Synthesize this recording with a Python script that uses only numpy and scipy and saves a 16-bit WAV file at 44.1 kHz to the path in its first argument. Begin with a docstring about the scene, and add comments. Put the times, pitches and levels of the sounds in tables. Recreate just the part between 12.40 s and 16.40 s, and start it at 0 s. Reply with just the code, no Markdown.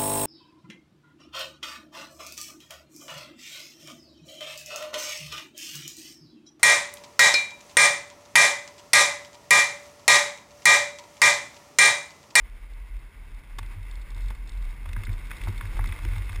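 """Land-sailing kart on a dry lake bed

The kart gathers speed over hard crust: wind and tyres hiss and crunch, steel fittings tick,
the rig knocks, the frame booms over bumps and the chassis shudders. It is heard from a camera on
the frame, which holds each sample at a low rate and so mirrors the sound into a gritty treble."""
import sys
import numpy as np
from scipy import signal
from scipy.fft import rfft, irfft, next_fast_len
from scipy.io import wavfile
from scipy.ndimage import uniform_filter1d, map_coordinates

SR = 44100
rng = np.random.default_rng(int(sys.argv[2]) if len(sys.argv) > 2 else 0)


def persist_wave(psi):
    """Save psi, clipped to +-1, as 16-bit WAV."""
    counts = np.round(np.clip(psi, -1, 1) * 32767).astype(np.int16)
    wavfile.write(sys.argv[1], SR, np.atleast_2d(counts).T)


N = 176400
TIME = np.arange(N) / SR


def amp(db):
    """Decibels to gain."""
    return 10 ** (np.asarray(db) / 20)


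def unit(x):
    """Scale to rms 1."""
    return x / np.sqrt(np.mean(x ** 2) + 1e-20)


def curve(rows):
    """An automation curve through (time [s], value) rows."""
    return np.interp(TIME, *np.transpose(rows))


def wobble(knots_per_s):
    """A smooth random modulator."""
    knots = rng.standard_normal(int(N * knots_per_s / SR) + 4)
    return map_coordinates(knots, [TIME * knots_per_s])


def filtered(x, response):
    """Filter x by a function of frequency."""
    size = next_fast_len(N + SR // 2)
    return irfft(rfft(x, size) * response(np.fft.rfftfreq(size, 1 / SR)), size)[:N]


def equalised(x, points):
    """EQ x through (frequency [Hz], gain [dB]) points on a log axis."""
    freqs, db = np.transpose(points)
    return filtered(x, lambda hz: amp(np.interp(np.log(hz + 1), np.log(freqs + 1), db)))


def noise(points):
    """Equalised noise at rms 1."""
    return unit(equalised(rng.standard_normal(N), points))


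def add(track, start_s, sound):
    """Mix a sound in at its cue."""
    part = track[max(round(start_s * SR), 0):][:len(sound)]
    part += sound[:len(part)]


def impacts(per_s, spread_db):
    """Impulses at random times with random sizes."""
    clicks = (rng.random(N) < per_s / SR) * rng.choice([-1, 1], N)
    return clicks * amp(spread_db * np.clip(rng.standard_normal(N), -2, 2))


def ring(modes, rise_s):
    """One contact and its softer bounce ring a set of modes, peak 1."""
    t = np.arange(SR // 8) / SR
    out = np.zeros(len(t))
    bounce_s = 0.0026 * (0.5 + rng.random())
    for start, contact_db in [(0, 0), (bounce_s, -4)]:
        tone = np.zeros(len(t))
        for hz, db, t60 in modes:
            decay = amp(contact_db + db + rng.normal(0, 1.48) - 60 * t / t60)
            tone += decay * np.sin(2 * np.pi * (hz * rng.normal(1, 0.01) * t + rng.random()))
        add(out, start, tone * (1 - np.exp(-t / rise_s)))
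    return out / np.abs(out).max()


def strikes(cues, modes, rise_s):
    """Ring a set of modes at each (time [s], level [dB]) cue."""
    out = np.zeros(N)
    for start, db in cues:
        add(out, start, amp(db) * ring(modes, rise_s))
    return out


# Tone of the wind (frequency [Hz], gain [dB])
WIND_EQ = [(40, 0), (80, 5.5), (170, -3), (350, -1.5), (800, -2), (1200, -8), (3000, -25), (6000, -50)]

def wind():
    """Air rushing over the camera lays a faint, steady bed."""
    return amp(-67.5) * noise(WIND_EQ)


# Fader ride of the ground rumble (time [s], level [dB])
RUMBLE_RIDE = [(0.0, -61), (0.02, -65.5), (2.94, -55), (3.06, -51), (3.33, -54.5), (3.36, -47),
               (3.51, -53.5), (3.77, -52), (3.97, -62), (4.0, -42.5)]
# Tone of the rumble (frequency [Hz], gain [dB])
RUMBLE_EQ = [(15, -4), (30, -11), (60, 14.5), (100, 11), (125, 6), (160, -0.5), (220, -1), (320, -7.5),
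             (500, -13.5), (900, -38.5)]

def ground_rumble():
    """Rolling over hard ground fills out the low end."""
    return amp(curve(RUMBLE_RIDE) + 6.5) * noise(RUMBLE_EQ)


# Fader ride of the rolling noise (time [s], level [dB])
ROLL_RIDE = [(0.0, -59), (0.99, -58.5), (1.57, -54.5), (2.53, -55), (2.66, -52.5), (2.96, -50),
             (3.12, -49.5), (3.49, -49), (3.59, -47.5), (3.72, -48), (4.0, -49.5)]
# Tone of the tyres and rushing air (frequency [Hz], gain [dB])
HISS_EQ = [(180, -30.5), (300, -7.5), (335, -3.5), (361, -8.5), (452, -9.5), (671, -11), (809, -10.5),
           (904, -3.5), (1050, -4.5), (1190, -3.5), (1310, -10.5), (1450, -4), (1830, -6.5), (2180, 2),
           (2380, -7), (2620, -4), (2860, -12.5), (3670, -13), (4050, -19.5), (5320, -19), (5800, -18.5),
           (7540, -57), (12800, -120)]

def tyres():
    """The tyres hiss, scrub sideways in surges and break the crust, all building with the pace."""
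    scrub_hz, half_width_hz = 2060, 150
    ride_db = curve(ROLL_RIDE)
    hiss = amp(1.48 * wobble(35)) * noise(HISS_EQ)
    band = filtered(rng.standard_normal(N), lambda hz: 1 / (1 + ((hz - scrub_hz) / half_width_hz) ** 2))
    scrub = amp(-10.5) * unit(band * amp(4 * wobble(24.99)))
    grit = unit(equalised(impacts(per_s=300, spread_db=6.5), HISS_EQ))
    grit_db = -7 + 0.2 * (ride_db - ride_db.mean())  # the crunch builds faster than the hiss
    return amp(ride_db + 0.28) * (hiss + scrub + amp(grit_db) * grit)


# Clear ticks of the fittings (time [s], level [dB])
TICK_CUES = [(0.3346, -52), (0.5646, -54), (0.5921, -57), (0.946, -53), (0.9893, -56), (1.1858, -34.5),
             (1.1902, -44), (1.2294, -51), (1.2615, -50), (1.4296, -49.5), (1.512, -41.5), (1.5549, -42.5),
             (1.6146, -49), (1.704, -44), (1.7464, -45), (1.7634, -52), (1.7794, -49), (1.8062, -47.5),
             (1.8188, -46), (1.8592, -48), (1.884, -42), (1.903, -47.5), (1.951, -49), (2.0742, -45),
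             (2.093, -43), (2.1191, -46.5), (2.6517, -38), (2.7292, -44), (2.9677, -42), (3.1777, -40.5),
             (3.473, -38.5)]
# Fader ride of the loose jingle between them (time [s], level [dB])
JINGLE_RIDE = [(0, -79), (1.1, -84.5), (1.5, -77), (1.85, -66.5), (2.0, -78), (2.27, -64.5), (2.42, -78.5),
               (2.6, -67.5), (4, -63)]
# Ring of the steel (frequency [Hz], level [dB], decay T60 [s])
STEEL_MODES = [(3468, 7.5, 0.0073), (3696, 2.5, 0.02), (4234, 2.5, 0.011), (4560, 9, 0.0042),
               (5237, 1, 0.011)]

def fittings():
    """Shackles and blocks tick and jingle against the mast foot."""
    rise_s = 0.0008
    jingle = np.zeros(N)
    for _ in range(2):
        contacts = impacts(per_s=50, spread_db=4)
        jingle += signal.fftconvolve(contacts, ring(STEEL_MODES, rise_s))[:N]
    ticks = amp(0.5) * strikes(TICK_CUES, STEEL_MODES, rise_s)
    return ticks + amp(curve(JINGLE_RIDE)) * unit(jingle)


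# Knocks of the rig (time [s], level [dB], centre [Hz], spread [octaves], crack trim [dB])
KNOCK_CUES = [(1.185, -41, 1530, 0.52, -1), (1.1875, -37.5, 1270, 0.35, -17), (1.1915, -48, 1840, 0.41, -1),
              (1.229, -47.5, 1770, 0.62, -15), (1.903, -46, 1300, 0.51, -6), (1.906, -40, 1080, 0.35, -19),
              (2.458, -43.5, 1390, 0.53, -18), (2.489, -46.5, 2000, 0.28, -5),
              (2.531, -44, 2030, 0.33, 0.5), (2.564, -37, 1430, 0.27, -17), (2.635, -40.5, 1930, 0.33, -7),
              (2.668, -39.5, 1690, 0.17, -18), (2.693, -44.5, 1780, 0.4, -22), (2.907, -43, 1920, 0.22, -7),
              (2.913, -35, 1950, 0.42, -13), (3.014, -41, 2160, 0.26, -10), (3.036, -42.5, 2040, 0.17, -3),
              (3.072, -37.5, 1090, 0.33, -22), (3.084, -44, 1060, 0.52, 1.5),
              (3.209, -35.5, 1780, 0.36, -22), (3.254, -41, 1640, 0.24, -28),
              (3.368, -43, 1300, 0.71, -6.5), (3.392, -33, 1210, 0.16, -32), (3.409, -43, 1560, 0.35, -22),
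              (3.441, -38.5, 1370, 0.27, -6.5), (3.458, -40, 1820, 0.31, -8),
              (3.49, -42.5, 2140, 0.41, -18), (3.523, -36.5, 2160, 0.32, -19),
              (3.588, -41, 1570, 0.68, -11), (3.649, -39.5, 1770, 0.53, -1),
              (3.761, -41.5, 1660, 0.64, -13), (3.781, -44.5, 1800, 0.54, -4),
              (3.894, -40.5, 1650, 0.57, -14), (3.928, -45.5, 1840, 0.29, -7),
              (3.959, -41.5, 1620, 0.69, -3.5)]
# Ring of the rig (frequency [Hz], level [dB], decay T60 [s])
RIG_MODES = [(590, -2.5, 0.016), (910, 0.5, 0.017), (1088, -3.5, 0.017), (1180, -1.5, 0.012),
             (1453, -1, 0.012), (1706, -2.5, 0.013), (2086, 1, 0.019), (2237, -1.5, 0.015),
             (2580, -2.5, 0.019), (3480, 8.5, 0.0062)]
# Tone of a knock's crack (frequency [Hz], gain [dB])
CRACK_EQ = [(150, 7), (600, -8), (1500, -6.5), (3500, 1.5), (4500, -9), (5800, -3.5), (7000, -40)]

def rig_knocks():
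    """Each knock rings the rig around its own centre pitch and carries a bright crack at its own level."""
    body_span_s, crack_rise_s, crack_t60_s = 0.0063, 0.00067, 0.022
    t = np.arange(SR // 20) / SR
    crack_shape = amp(8 - 60 * t / crack_t60_s) * (1 - np.exp(-t / crack_rise_s))
    bodies, crack_envelope = np.zeros(N), np.zeros(N)
    for start, db, centre_hz, spread, crack_db in KNOCK_CUES:
        modes = []
        for hz, mode_db, t60 in RIG_MODES:
            emphasis = np.exp(-(np.log2(hz / centre_hz) / (spread + 0.058)) ** 2 / 2)
            modes.append((hz, mode_db + 10 * np.log10(emphasis + 1e-3), t60))
        body = ring(modes, rise_s=0.0009)
        body *= np.sqrt(body_span_s * SR / np.sum(body ** 2))  # the energy of rms 1 over that span
        add(bodies, start, amp(db - 0.07) * body)
        add(crack_envelope, start, amp(db + crack_db) * crack_shape)
    return bodies + crack_envelope * noise(CRACK_EQ)


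# Thuds of the frame (time [s], level [dB])
THUD_CUES = [(1.182, -45.5), (1.211, -56), (1.902, -44.5), (2.562, -46), (2.679, -41), (2.719, -45),
             (3.084, -37.5), (3.359, -43.5), (3.469, -40.5), (3.653, -36), (3.714, -44.5), (3.763, -47)]
# Ring of the frame (frequency [Hz], level [dB], decay T60 [s])
FRAME_MODES = [(64.4, 3.5, 0.31), (120, 2.5, 0.13), (170.4, -4.5, 0.072), (209, -1.5, 0.096),
               (245.5, -5.5, 0.092), (349, -6, 0.07), (480, -9, 0.058)]

def frame_thuds():
    """The frame bottoms out and rings with a dull thud."""
    return amp(6.5) * strikes(THUD_CUES, FRAME_MODES, rise_s=0.0027)


# Bumps in the lake bed (crest time [s], level [dB])
BUMP_CUES = [(1.219, -40), (1.378, -35.5), (1.772, -41.5), (1.868, -43), (2.489, -33), (2.59, -32),
             (2.699, -28.5), (3.088, -27), (3.249, -34), (3.408, -30), (3.499, -32.5), (3.651, -31.5),
             (3.718, -31), (3.78, -29), (3.911, -34.5), (3.989, -33.5)]

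def frame_booms():
    """Each bump sets the frame booming: a low tone with a quick swell and a slower fade."""
    boom_hz, rise_s, fall_s = 92.3, 0.022, 0.049
    out = np.zeros(N)
    for crest, db in BUMP_CUES:
        t = TIME - crest
        width_s = np.where(t < 0, rise_s, fall_s)
        swell = 1 / np.cosh(np.clip(2 * t / width_s, -20, 20))
        hz = boom_hz * rng.normal(1, 0.055)
        out += amp(db + 1) * swell * np.sin(2 * np.pi * (hz * t + rng.random()))
    return out


# Swells of the chassis shudder (time [s], length [s], level [dB])
SHUDDER_SWELLS = [(0.0, 0.067, -34), (0.087, 0.095, -36.5), (0.2, 0.077, -37.5), (0.262, 0.23, -36),
                  (0.499, 0.099, -31), (0.603, 0.096, -39.5), (0.744, 0.19, -39.5), (0.902, 0.11, -34),
                  (1.044, 0.35, -33.5), (1.369, 0.18, -34), (1.507, 0.16, -32.5), (1.682, 0.1, -32.5),
                  (1.759, 0.2, -26.5), (1.962, 0.16, -32.5), (2.092, 0.25, -28.5), (2.328, 0.28, -33),
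                  (2.521, 0.1, -29.5), (2.639, 0.17, -27.5), (2.793, 0.18, -34), (3.01, 0.093, -28),
                  (3.103, 0.15, -32), (3.223, 0.12, -29), (3.341, 0.15, -22.5), (3.49, 0.069, -29),
                  (3.584, 0.23, -27.5), (3.779, 0.13, -29.5), (3.917, 0.15, -28.5)]

def chassis_shudder():
    """The chassis's wavering sub-bass resonance swells and ebbs irregularly."""
    shudder_hz, wander_hz, overlap_s = 38.9, 3.6, 0.0017
    cycles = np.cumsum(shudder_hz + wander_hz * wobble(22)) / SR
    out = np.zeros(N)
    for start, length, db in SHUDDER_SWELLS:
        progress = np.clip((TIME - start + overlap_s) / (length + 2 * overlap_s), 0, 1)
        arch = np.abs(np.sin(np.pi * progress)) ** 0.69
        swell = uniform_filter1d(arch, size=700)  # soften the edges
        out += amp(db - 0.15) * swell * np.sin(2 * np.pi * (cycles + rng.random()))
    flutter = amp(1.5 * wobble(33))
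    return out * flutter


def scene():
    """A mono mix with everything close by, in open air."""
    bed = wind() + ground_rumble() + tyres()
    rattles = fittings() + rig_knocks()
    low_end = frame_thuds() + frame_booms() + chassis_shudder()
    return (bed + rattles + low_end)[None]


# The camera's input response (frequency [Hz], gain [dB])
CAMERA_EQ = [(10, -5), (25, 3), (5300, -1.5), (5600, -6), (6000, -13), (6500, -40), (8000, -90)]

def record(dry):
    """The camera keeps a narrow band; holding its samples mirrors that band around the hold rate."""
    hold_hz, top_hz = 12000, 15350
    band = equalised(dry[0], CAMERA_EQ)
    slope = filtered(band, lambda hz: 1j * hz)
    sidebands = slope * 2 * np.cos(2 * np.pi * hold_hz * TIME)
    mirror = filtered(sidebands, lambda hz: -1j / np.maximum(hz, hold_hz / 2))  # the hold's roll-off
    return filtered(band + amp(0.5) * mirror, lambda hz: hz < top_hz)[None]


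dry = scene()
out = record(dry)
persist_wave(out)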